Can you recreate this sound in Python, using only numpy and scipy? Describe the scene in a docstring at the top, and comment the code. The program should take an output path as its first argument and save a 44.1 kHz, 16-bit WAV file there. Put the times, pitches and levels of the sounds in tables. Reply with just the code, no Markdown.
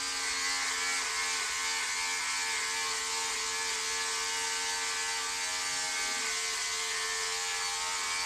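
"""Hair trimmer in a tiled bathroom

A rotary-motor trimmer runs over a scalp in a small tiled room, a metre or two from a phone microphone.
Each motor turn repeats the same knocks of cam and blade: a stack of lines on the turn rate, which sags
and roughens when the blade is pressed on. The steel teeth rub in a hiss that pulses twice a turn.
The room rumbles faintly below, and a few soft, low rubs come in the later passes."""
import sys
import numpy as np
from scipy import signal
from scipy.fft import rfft, irfft, next_fast_len
from scipy.io import wavfile
from scipy.ndimage import uniform_filter1d

SR = 44100
rng = np.random.default_rng(int(sys.argv[2]) if len(sys.argv) > 2 else 0)


def inscribe(sig):
    """Save sig as 16-bit PCM at rate SR to the path in sys.argv[1].

    A 1-D sig is mono; a 2-D sig holds one channel per row.
    Samples are clipped to [-1, 1] before scaling.
    """
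    pcm = np.round(np.clip(np.atleast_2d(sig).T, -1, 1) * 32767)
    wavfile.write(sys.argv[1], SR, pcm.astype(np.int16))


N = 364089
FREE_SPEED_HZ = 93.46   # turns per second with nothing braking the motor
STEP = 64   # samples between the points of a slow curve


def from_db(db):
    return 10 ** (np.asarray(db) / 20)


def rms_one(x):
    return x / np.sqrt(np.mean(x ** 2) + 1e-20)


def in_time(rows):
    """Rows that begin with a time in seconds become one curve for each further column."""
    times, *columns = np.transpose(rows)
    return [np.interp(np.arange(N) / SR, times, column) for column in columns]


def at_hz(spectrum, hz):
    """Level in dB along rows of (Hz, dB); -90 beyond their ends."""
    points_hz, points_db = np.transpose(spectrum)
    return np.interp(np.log(hz), np.log(points_hz), points_db, -90, -90)


def every_sample(slow):
    return np.interp(np.arange(N) / STEP, np.arange(len(slow)), slow)


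def slow_drift(rate_hz):
    """A slow random curve: noise through a double one-pole low-pass; rms 1."""
    pole = np.exp(-2 * np.pi * rate_hz * STEP / SR)
    noise = rng.standard_normal(N // STEP + 1001)
    return rms_one(signal.lfilter([1], [1, -2 * pole, pole * pole], noise)[1000:])


def drift(rate_hz):
    return every_sample(slow_drift(rate_hz))


def slow_bumps(times, heights, rise_s, fall_s):
    """A slow curve that rises and falls smoothly around each moment."""
    after = np.arange(0, N, STEP) / SR - np.array(times)[:, None]
    away = np.clip(np.where(after < 0, -after / rise_s, after / fall_s), 0, 1)
    return np.sum(np.array(heights)[:, None] * np.cos(away * np.pi / 2) ** 2, axis=0)


def bumps(times, heights, rise_s, fall_s):
    return every_sample(slow_bumps(times, heights, rise_s, fall_s))


def coloured(spectrum):
    """Noise shaped by rows of (Hz, dB); rms 1."""
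    size = next_fast_len(N)
    hz = np.maximum(np.arange(size // 2 + 1) * SR / size, 1)
    return rms_one(irfft(rfft(rng.standard_normal(size)) * from_db(at_hz(spectrum, hz)), size)[:N])


def motor():
    """Each pass over the scalp brakes the motor. Returns its speed and sag, in turns per second."""
    # Each row: time of deepest load in seconds, main sag in turns per second,
    # build-up in seconds, let-go in seconds.
    passes = [(0.329, 1.532, 0.164, 0.222), (0.709, 1.45, 0.154, 0.2), (1.059, 2.183, 0.108, 0.217),
              (1.463, 2.451, 0.156, 0.241), (1.857, 1.606, 0.101, 0.213), (2.239, 1.351, 0.114, 0.208),
              (2.614, 1.385, 0.14, 0.221), (2.976, 1.362, 0.172, 0.269), (3.376, 1.574, 0.168, 0.298),
              (3.787, 1.5, 0.217, 0.3), (4.145, 0.925, 0.208, 0.278), (4.527, 0.421, 0.204, 0.278),
              (4.936, 0.901, 0.189, 0.3), (5.261, 1.104, 0.19, 0.3), (5.623, 0.418, 0.092, 0.247),
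              (5.973, 0.281, 0.138, 0.186), (6.271, 1.74, 0.119, 0.268), (6.619, 1.927, 0.206, 0.284),
              (6.972, 1.504, 0.234, 0.299), (7.261, 0.901, 0.179, 0.183), (7.618, 0.766, 0.248, 0.281),
              (8.029, 0.916, 0.139, 0.3)]
    # The motor between passes. Each row: time in seconds, turns per second.
    unloaded = [(0.0, 92.17), (0.2, 91.63), (1.3, 89.91), (4.0, 90.59), (5.55, 91.28), (6.15, 90.84),
                (6.5, 90.11), (7.3, 90.36), (8.26, 90.88)]
    times, depth, press_s, ease_s = np.transpose(passes)
    bite = .19 * bumps(times, depth, rise_s=.076, fall_s=.076)   # extra sag at the deepest point
    sag = bumps(times, depth, press_s[:, None], ease_s[:, None]) + bite
    return in_time(unloaded)[0] - sag, sag


def roughness(speed):
    """While stubble brakes the blade, the turns stop repeating exactly: 0 clear, 1 all rattle."""
    slowing = uniform_filter1d(-np.gradient(speed) * SR, size=4000, origin=1900)   # lags a little
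    return np.clip(.018 * (FREE_SPEED_HZ - speed) + .02 * np.maximum(slowing, 0), .02, .7)


def swell(multiple):
    """One line rings out or fades as the grip and tilt of the case shift: a slow curve in dB."""
    # Each row: time in seconds, multiple of the turn rate, rise in dB, half length in seconds.
    swells = [(0.0, 25, -18, 0.24), (0.04, 52, 13, 0.27), (0.06, 19, -6, 0.55), (0.084, 12, -22, 0.18),
              (0.143, 50, 8, 0.19), (0.264, 22, 11, 0.055), (0.3, 48, 8, 0.25), (0.362, 24, 6.5, 0.16),
              (0.495, 12, 3, 0.23), (0.48, 18, 8, 0.6), (0.505, 22, 10, 0.2), (0.5, 60, 10, 0.15),
              (0.52, 24, -8, 0.1), (0.513, 50, 6, 0.15), (0.54, 46, 6, 0.15), (0.54, 47, 7, 0.22),
              (0.54, 51, 10, 0.2), (0.56, 23, 9, 0.24), (0.56, 54, 4, 0.089), (0.58, 38, 9, 0.1),
              (0.6, 25, 10, 0.27), (0.66, 20, 8, 0.23), (0.72, 24, 5, 0.2), (0.755, 12, 5, 0.22),
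              (0.88, 19, 3, 0.14), (0.882, 21, 5, 0.14), (0.905, 15, 4.5, 0.65), (0.9, 22, 4, 0.16),
              (0.902, 25, 16, 0.19), (0.9, 26, 4, 0.2), (0.9, 49, 6, 0.21), (0.9, 50, -1, 0.14),
              (0.92, 54, 4, 0.28), (0.976, 24, 6, 0.092), (1.18, 11, 3, 0.1), (1.2, 20, 12, 0.038),
              (1.21, 24, 10.5, 0.081), (1.257, 51, 1, 0.11), (1.28, 19, 1, 0.12), (1.283, 22, 4, 0.14),
              (1.277, 26, 3, 0.25), (1.42, 29, 11, 0.38), (1.54, 12, 2, 0.6), (1.637, 24, 5.5, 0.099),
              (1.7, 33, 5, 0.37), (1.7, 50, -4, 0.083), (1.702, 54, 7, 0.11), (1.742, 25, 7.5, 0.45),
              (1.88, 24, -2, 0.11), (1.92, 20, 8, 0.87), (2.0, 24, 0.5, 0.42), (2.047, 22, -6, 0.63),
              (2.08, 21, -18, 0.15), (2.28, 15, 8, 0.2), (2.28, 25, 5, 0.73), (2.3, 11, 5, 0.77),
              (2.3, 26, 2, 0.34), (2.318, 24, 4.5, 0.14), (2.32, 28, 2, 0.2), (2.42, 19, 1, 0.47),
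              (2.45, 54, 9, 0.074), (2.627, 24, 6.5, 0.2), (2.817, 19, 2, 0.1), (2.82, 22, 2, 0.34),
              (2.82, 23, 8, 0.1), (2.823, 26, 4, 0.14), (2.82, 33, 5.5, 0.37), (2.846, 24, -10, 0.24),
              (2.867, 12, 7.5, 0.077), (2.926, 50, 8, 0.18), (2.997, 19, -26, 0.18), (3.024, 25, -1, 0.38),
              (3.18, 56, -1, 0.2), (3.4, 19, -10, 0.11), (3.457, 12, -0.5, 0.69), (3.54, 50, -3, 0.35),
              (3.6, 56, -1, 0.14), (3.62, 19, 3.5, 0.17), (3.618, 26, 3, 0.14), (3.96, 60, -4, 0.4),
              (3.978, 32, 0, 0.11), (3.987, 19, 6, 0.15), (4.064, 54, 3, 0.48), (4.1, 13, 6, 0.2),
              (4.18, 56, 8, 0.1), (4.32, 23, 0, 0.55), (4.36, 50, -2, 0.11), (4.5, 13, 6, 0.17),
              (4.303, 32, 7.5, 0.85), (4.56, 56, -7, 0.64), (4.6, 12, -5, 0.41), (4.72, 50, 8, 0.12),
              (4.74, 40, 10, 0.14), (4.76, 24, -9, 0.088), (4.88, 13, 7, 0.16), (4.98, 58, 6, 0.21),
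              (5.02, 19, 5, 0.13), (5.098, 24, -9, 0.4), (5.098, 32, 8, 0.22), (5.096, 50, 7, 0.14),
              (5.2, 12, -13, 0.14), (5.228, 13, 11, 0.11), (5.24, 22, 5, 0.86), (5.24, 54, 4, 0.35),
              (5.438, 48, 7, 0.14), (5.427, 50, 6, 0.056), (5.5, 27, 6, 0.11), (5.527, 24, -14, 0.097),
              (5.602, 56, 7, 0.07), (5.85, 25, 8, 0.8), (5.643, 13, 11, 0.099), (5.68, 50, 6, 0.3),
              (5.6, 18, 7, 0.99), (5.742, 60, 9, 0.28), (5.782, 12, -11, 0.8), (5.78, 58, 1, 0.36),
              (5.8, 24, -8, 0.1), (5.94, 22, -7, 0.37), (5.984, 24, 4, 0.098), (5.996, 26, -13, 0.5),
              (6.04, 11, -19, 0.49), (6.06, 13, 5.5, 0.44), (6.06, 20, -15, 0.24), (6.12, 56, 1, 0.14),
              (6.42, 21, 6, 0.18), (6.443, 19, -4, 0.4), (6.44, 51, -3, 0.14), (6.44, 54, -5, 0.11),
              (6.46, 20, 14, 0.2), (6.64, 23, 4.5, 0.73), (6.64, 24, -11, 0.23), (6.826, 24, 4, 0.084),
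              (6.82, 50, -14, 0.16), (6.86, 36, 5, 0.16), (7.0, 23, -4, 0.09), (7.0, 35, 8, 0.44),
              (7.06, 21, 4.5, 0.42), (7.126, 20, 12, 0.41), (7.28, 22, 3, 0.25), (7.283, 56, 10, 0.074),
              (7.28, 60, 4, 0.12), (7.52, 24, -1.5, 0.31), (7.515, 32, 8, 0.17), (7.54, 15, 9, 0.14),
              (7.66, 50, 11, 0.082), (7.78, 54, -2, 0.2), (7.8, 42, 4, 0.16), (7.84, 19, -18, 0.16),
              (7.88, 12, 4, 0.17), (7.94, 14, 9, 0.55), (7.998, 21, 4, 0.14), (8.08, 24, -6, 0.16),
              (8.173, 26, 8, 0.11), (8.2, 48, 10, 0.08), (8.22, 25, 13, 0.55), (8.22, 50, 8, 0.35)]
    rows = [row for row in swells if row[1] == multiple]
    if not rows:
        return np.zeros(N // STEP + 1)
    times, _, rise_db, half_s = np.transpose(rows)
    half_s = np.maximum(half_s, .05)[:, None]
    return slow_bumps(times, rise_db, half_s, half_s)


def lines(turn, multiples, wander_db, wander_hz, slip_rad):
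    """Multiples of the turn rate, each fading now and then and slipping in phase on its own; rms 1."""
    turn = turn % (2 * np.pi)
    stack = np.zeros(N)
    for k, db in multiples:
        gain = every_sample(from_db(db + swell(k) - wander_db * slow_drift(wander_hz) ** 2))
        phase = every_sample(rng.uniform(0, 2 * np.pi) + slip_rad * slow_drift(wander_hz))
        stack += gain * np.sin(k * turn + phase)
    return rms_one(stack)


def reversals(turn, depth, uneven):
    """A pulsing gain: the blade reverses twice a turn, one side harder than the other."""
    return rms_one(np.exp(depth * np.cos(2 * turn) + uneven * np.cos(turn + .28)))


def case(turn, rough, buzz_db, drone_db, whine_db):
    """The plastic case buzzes, drones and whines on the turn rate, and rattles when the run is rough."""
    # Low, middle and high lines of the case. Each row: multiple of the turn rate, relative level in dB.
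    buzz = [(6, -32), (11, 3.5), (12, 4), (13, 3), (14, -4), (15, 1), (16, -9)]
    drone = [(18, -7), (20, -2.3), (21, 0), (22, 1.5)]
    whine = [(23, 6), (25, 3.3), (26, 7.5), (27, -2.5), (28, 1.5)]
    # The low and the high rattle. Each row: frequency in Hz, relative noise density in dB.
    low_spectrum = [ (300, -101), (330, -18.5), (430, -2), (520, -15), (750, -7), (870, -1), (1050, 2),
                    (1200, 1), (1330, -4), (1440, -14), (1560, -8), (1650, -72), (1900, -45)]
    high_spectrum = [(1460, -7), (1540, -9), (1650, -10), (2100, -6.5), (2350, -8.5), (2560, -8),
                     (2750, -40), (3000, -55)]
    groups = (buzz, buzz_db - 2.5), (drone, drone_db - 5.5), (whine, whine_db - 3.5)
    tones = sum(from_db(db) * lines(turn, multiples, wander_db=1.6, wander_hz=4, slip_rad=.3)
                for multiples, db in groups)
    low_rattle = from_db(buzz_db + 1) * coloured(low_spectrum)
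    high_rattle = from_db((drone_db + whine_db) / 2 + .8) * coloured(high_spectrum)
    rattle = (low_rattle + high_rattle) * reversals(turn, depth=.081, uneven=.055)
    return np.sqrt(1 - rough) * tones + np.sqrt(rough) * rattle


def blade(turn, rough, level_db):
    """Steel teeth knock alike on each turn and rub in a hiss; a rough run blurs the knocks into noise."""
    # The colour of the teeth. Each row: frequency in Hz, relative density in dB.
    teeth_spectrum = [(2300, -20), (2650, -8), (2870, -5), (3290, -5.5), (4200, -4.5), (4550, -1),
                      (5000, -2), (5800, -4), (7630, -0.5), (9070, -6), (9400, -8.5), (10100, -22),
                      (10500, -15), (11300, -12), (11800, -16), (12500, -17), (14200, -25.5)]
    multiples = np.arange(29, 110)
    hz = multiples * FREE_SPEED_HZ
    knock_db = at_hz(teeth_spectrum, hz) - 4 * (hz / 9000) ** 2   # the top repeats less exactly
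    odd_db = -1.5 * (multiples % 2)   # the two reversals are much alike, which weakens odd multiples
    clear = lines(turn, zip(multiples, knock_db + odd_db), wander_db=6.5, wander_hz=5.5, slip_rad=.9)
    blurred = coloured(np.c_[hz, knock_db])
    blur = np.clip(1.5 * rough, 0, .9)
    knocks = np.sqrt(1 - blur) * clear + np.sqrt(blur) * blurred
    hiss = coloured(teeth_spectrum) * reversals(turn, depth=.1, uneven=.061)
    return from_db(level_db) * (from_db(-.8) * knocks + from_db(-6.5) * hiss)


def blade_tilt(x, wander_db, wander_hz):
    """Each band swells and sinks on its own as the blade tilts against the skin."""
    # Each entry: a band edge in Hz. Nothing below the first edge passes.
    edges_hz = (2600, 2950, 3350, 3800, 4250, 4700, 5200, 5800, 6500, 7300, 8300, 10000, 12000, 22050)
    size = next_fast_len(N)
    spectrum, hz = rfft(x, size), np.arange(size // 2 + 1) * SR / size
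    bands = (irfft(spectrum * ((hz >= low) & (hz < high)), size)[:N]
             for low, high in zip(edges_hz, edges_hz[1:]))
    return sum(from_db(wander_db * drift(wander_hz)) * band for band in bands)


def hum(turn, sag, drone_db, whine_db):
    """The motor's hum: nine clean lines that stand out, most of them sinking under load."""
    # The hum between passes. Each row: time in seconds, then base levels in dB of the
    # 3rd, 5th, 10th, 7th, 8th, 9th and 17th multiples.
    hum_levels = [(0, -56, -56, -76, -69, -71, -56, -47), (0.3, -55.5, -54.5, -49, -64, -64, -47.5, -50),
                  (0.9, -58.5, -50.5, -58, -62, -57, -49, -49), (1.5, -61, -54, -44.5, -66, -68, -53, -49),
                  (2.1, -61, -56, -46.5, -67, -67, -53, -49), (2.5, -60, -53, -44, -68, -65, -52, -47.5),
                  (3.2, -61, -50, -42, -64, -75, -51, -54), (4, -61.5, -48.5, -42, -61, -61, -54, -52.5),
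                  (4.5, -62.5, -49.5, -42.5, -65, -67, -52, -45.5),
                  (4.9, -62, -51.5, -44, -58, -66, -46, -49), (5.3, -62, -52.5, -37.5, -54, -66, -47, -49),
                  (5.5, -59.5, -58.5, -48, -54.5, -67, -48.5, -52.5),
                  (6.1, -59, -56, -49.5, -55, -69, -47, -44.5),
                  (6.4, -68, -50, -64, -59, -55.5, -54, -52.7),
                  (6.9, -66, -49.5, -46, -68, -57.5, -60, -52),
                  (7.3, -71, -48, -50, -62, -55.5, -48.5, -57),
                  (7.7, -80, -53, -46, -71, -64.5, -40.5, -57.5), (7.9, -65, -57, -41, -54, -68, -55, -52),
                  (8.26, -70, -57, -43, -56, -57, -49, -56)]
    # Brief dips. Each row: time in seconds, change in dB of the 3rd multiple and of the 5th.
    dropouts = [(.6, 1, -7), (.99, 4, -7), (1.12, -5, -2), (1.51, -8, -7), (1.92, -5, -7), (2.3, -3, -18),
                (2.62, -5, -1.5), (6.63, -3, -7)]
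    # Each entry, line by line: multiple of the turn rate; dB per turn a second of sag; wander in dB.
    multiples = (3, 5, 10, 7, 8, 9, 17, 19, 24)
    sag_slopes = (-1, -0.3, -7, -13, -1.2, -8.5, 0.46, -3, -1)
    wanders_db = (.8, .8, 1, 2, 1.8, 1, 1.8, 1.5, 1.5)
    third_db, fifth_db, *others_db = in_time(hum_levels)
    times, third_dip_db, fifth_dip_db = np.transpose(dropouts)
    third_db += bumps(times, third_dip_db, rise_s=.14, fall_s=.14)
    fifth_db += bumps(times, fifth_dip_db, rise_s=.14, fall_s=.14)
    # the 19th and 24th multiples follow the drone and the whine
    levels_db = [third_db, fifth_db, *others_db, drone_db - 7.5, whine_db - 6.5]
    sound = np.zeros(N)
    for k, base_db, slope, wander_db in zip(multiples, levels_db, sag_slopes, wanders_db):
        flutter_db = wander_db * drift(rate_hz=12.3) + 1.2 * drift(rate_hz=40)
        db = base_db + every_sample(swell(k)) + slope * sag + flutter_db
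        sound += np.sqrt(2) * from_db(db) * np.sin(k * turn + rng.uniform(0, 2 * np.pi))
    return sound


def bathroom(x, t60_s):
    """Dense echoes off hard walls; the tail wraps round, so the room is already ringing at the start."""
    size = next_fast_len(N)
    t = np.arange(SR) / SR
    echoes = rng.standard_normal(SR) * from_db(-60 * t / t60_s) * (t > .004)
    echoes /= np.sqrt(np.sum(echoes ** 2))
    return irfft(rfft(x, size) * rfft(echoes, size), size)[:N]


def room_rumble():
    """Faint, low room tone under the trimmer."""
    # Each row: time in seconds, level in dB.
    levels = [(0, -61), (1.8, -63), (2.6, -62), (5, -62), (6.6, -63), (7.5, -61.5), (8.26, -59)]
    # Each row: frequency in Hz, relative noise density in dB.
    spectrum = [(11, -35), (18, -3.5), (59, 7.5), (114, -3), (144, -1.5), (177, -7), (240, -0.5), (310, -6),
                (530, -120)]
    return from_db(in_time(levels)[0]) * coloured(spectrum)


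def rubs():
    """Low, soft rubbing: short swells of noise in a narrow band."""
    # Each row: time of the peak in seconds, level in dB, band centre in Hz.
    touches = [(5.77, -63, 145), (6.06, -54.5, 400), (6.16, -54.5, 242), (8.05, -61, 378)]
    sound = np.zeros(N)
    for peak_s, db, hz in touches:
        band = coloured([(hz / 1.25, -20), (hz, 0), (hz * 1.25, -20)])
        sound += from_db(db) * bumps([peak_s], [1], rise_s=.18, fall_s=.18) * band
    return sound


def scene():
    """The trimmer and the room in mono, from a metre or two away."""
    # What reaches the microphone as hand and head turn. Each row: time in seconds,
    # then base levels in dB of blade, buzz, drone and whine.
    facing = [(0, -38, -40.5, -44, -42), (.3, -36, -41.5, -37.5, -42), (1.03, -35, -40, -37.5, -41),
              (2, -36, -43, -40, -37.5), (2.75, -36, -42, -36.5, -39.5), (3.1, -35.5, -42, -39, -41.5),
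              (4.2, -35.5, -42.5, -38, -40.5), (5.5, -36.5, -43, -39.5, -40.5),
              (6.15, -35.5, -41.5, -38.5, -38.5), (6.4, -35, -43, -40.5, -40),
              (7.4, -36, -42.5, -39, -40.5), (8.26, -36.5, -40.5, -38, -42)]
    # How load shifts those four levels. Each entry: dB per turn a second of sag.
    sag_slopes = (-0.45, -0.07, -0.14, 0.72)
    speed, sag = motor()
    turn = 2 * np.pi * np.cumsum(speed) / SR   # shaft angle in radians
    rough = roughness(speed)
    blade_db, *case_db = (db + slope * sag for db, slope in zip(in_time(facing), sag_slopes))
    buzz_db, drone_db, whine_db = (db + .7 * drift(rate_hz=15) for db in case_db)
    trimmer = case(turn, rough, buzz_db, drone_db, whine_db)
    trimmer += blade_tilt(blade(turn, rough, blade_db), wander_db=1.5, wander_hz=26)
    echoes = from_db(-10) * bathroom(trimmer, t60_s=.35)
    return (trimmer + echoes + room_rumble() + hum(turn, sag, drone_db, whine_db) + rubs())[None]


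def record(dry):
    """The top of the treble is cut off steeply."""
    cutoff_hz = 14120
    return signal.sosfilt(signal.ellip(12, .5, 60, cutoff_hz, fs=SR, output="sos"), dry)


dry = scene()
out = record(dry)
inscribe(out)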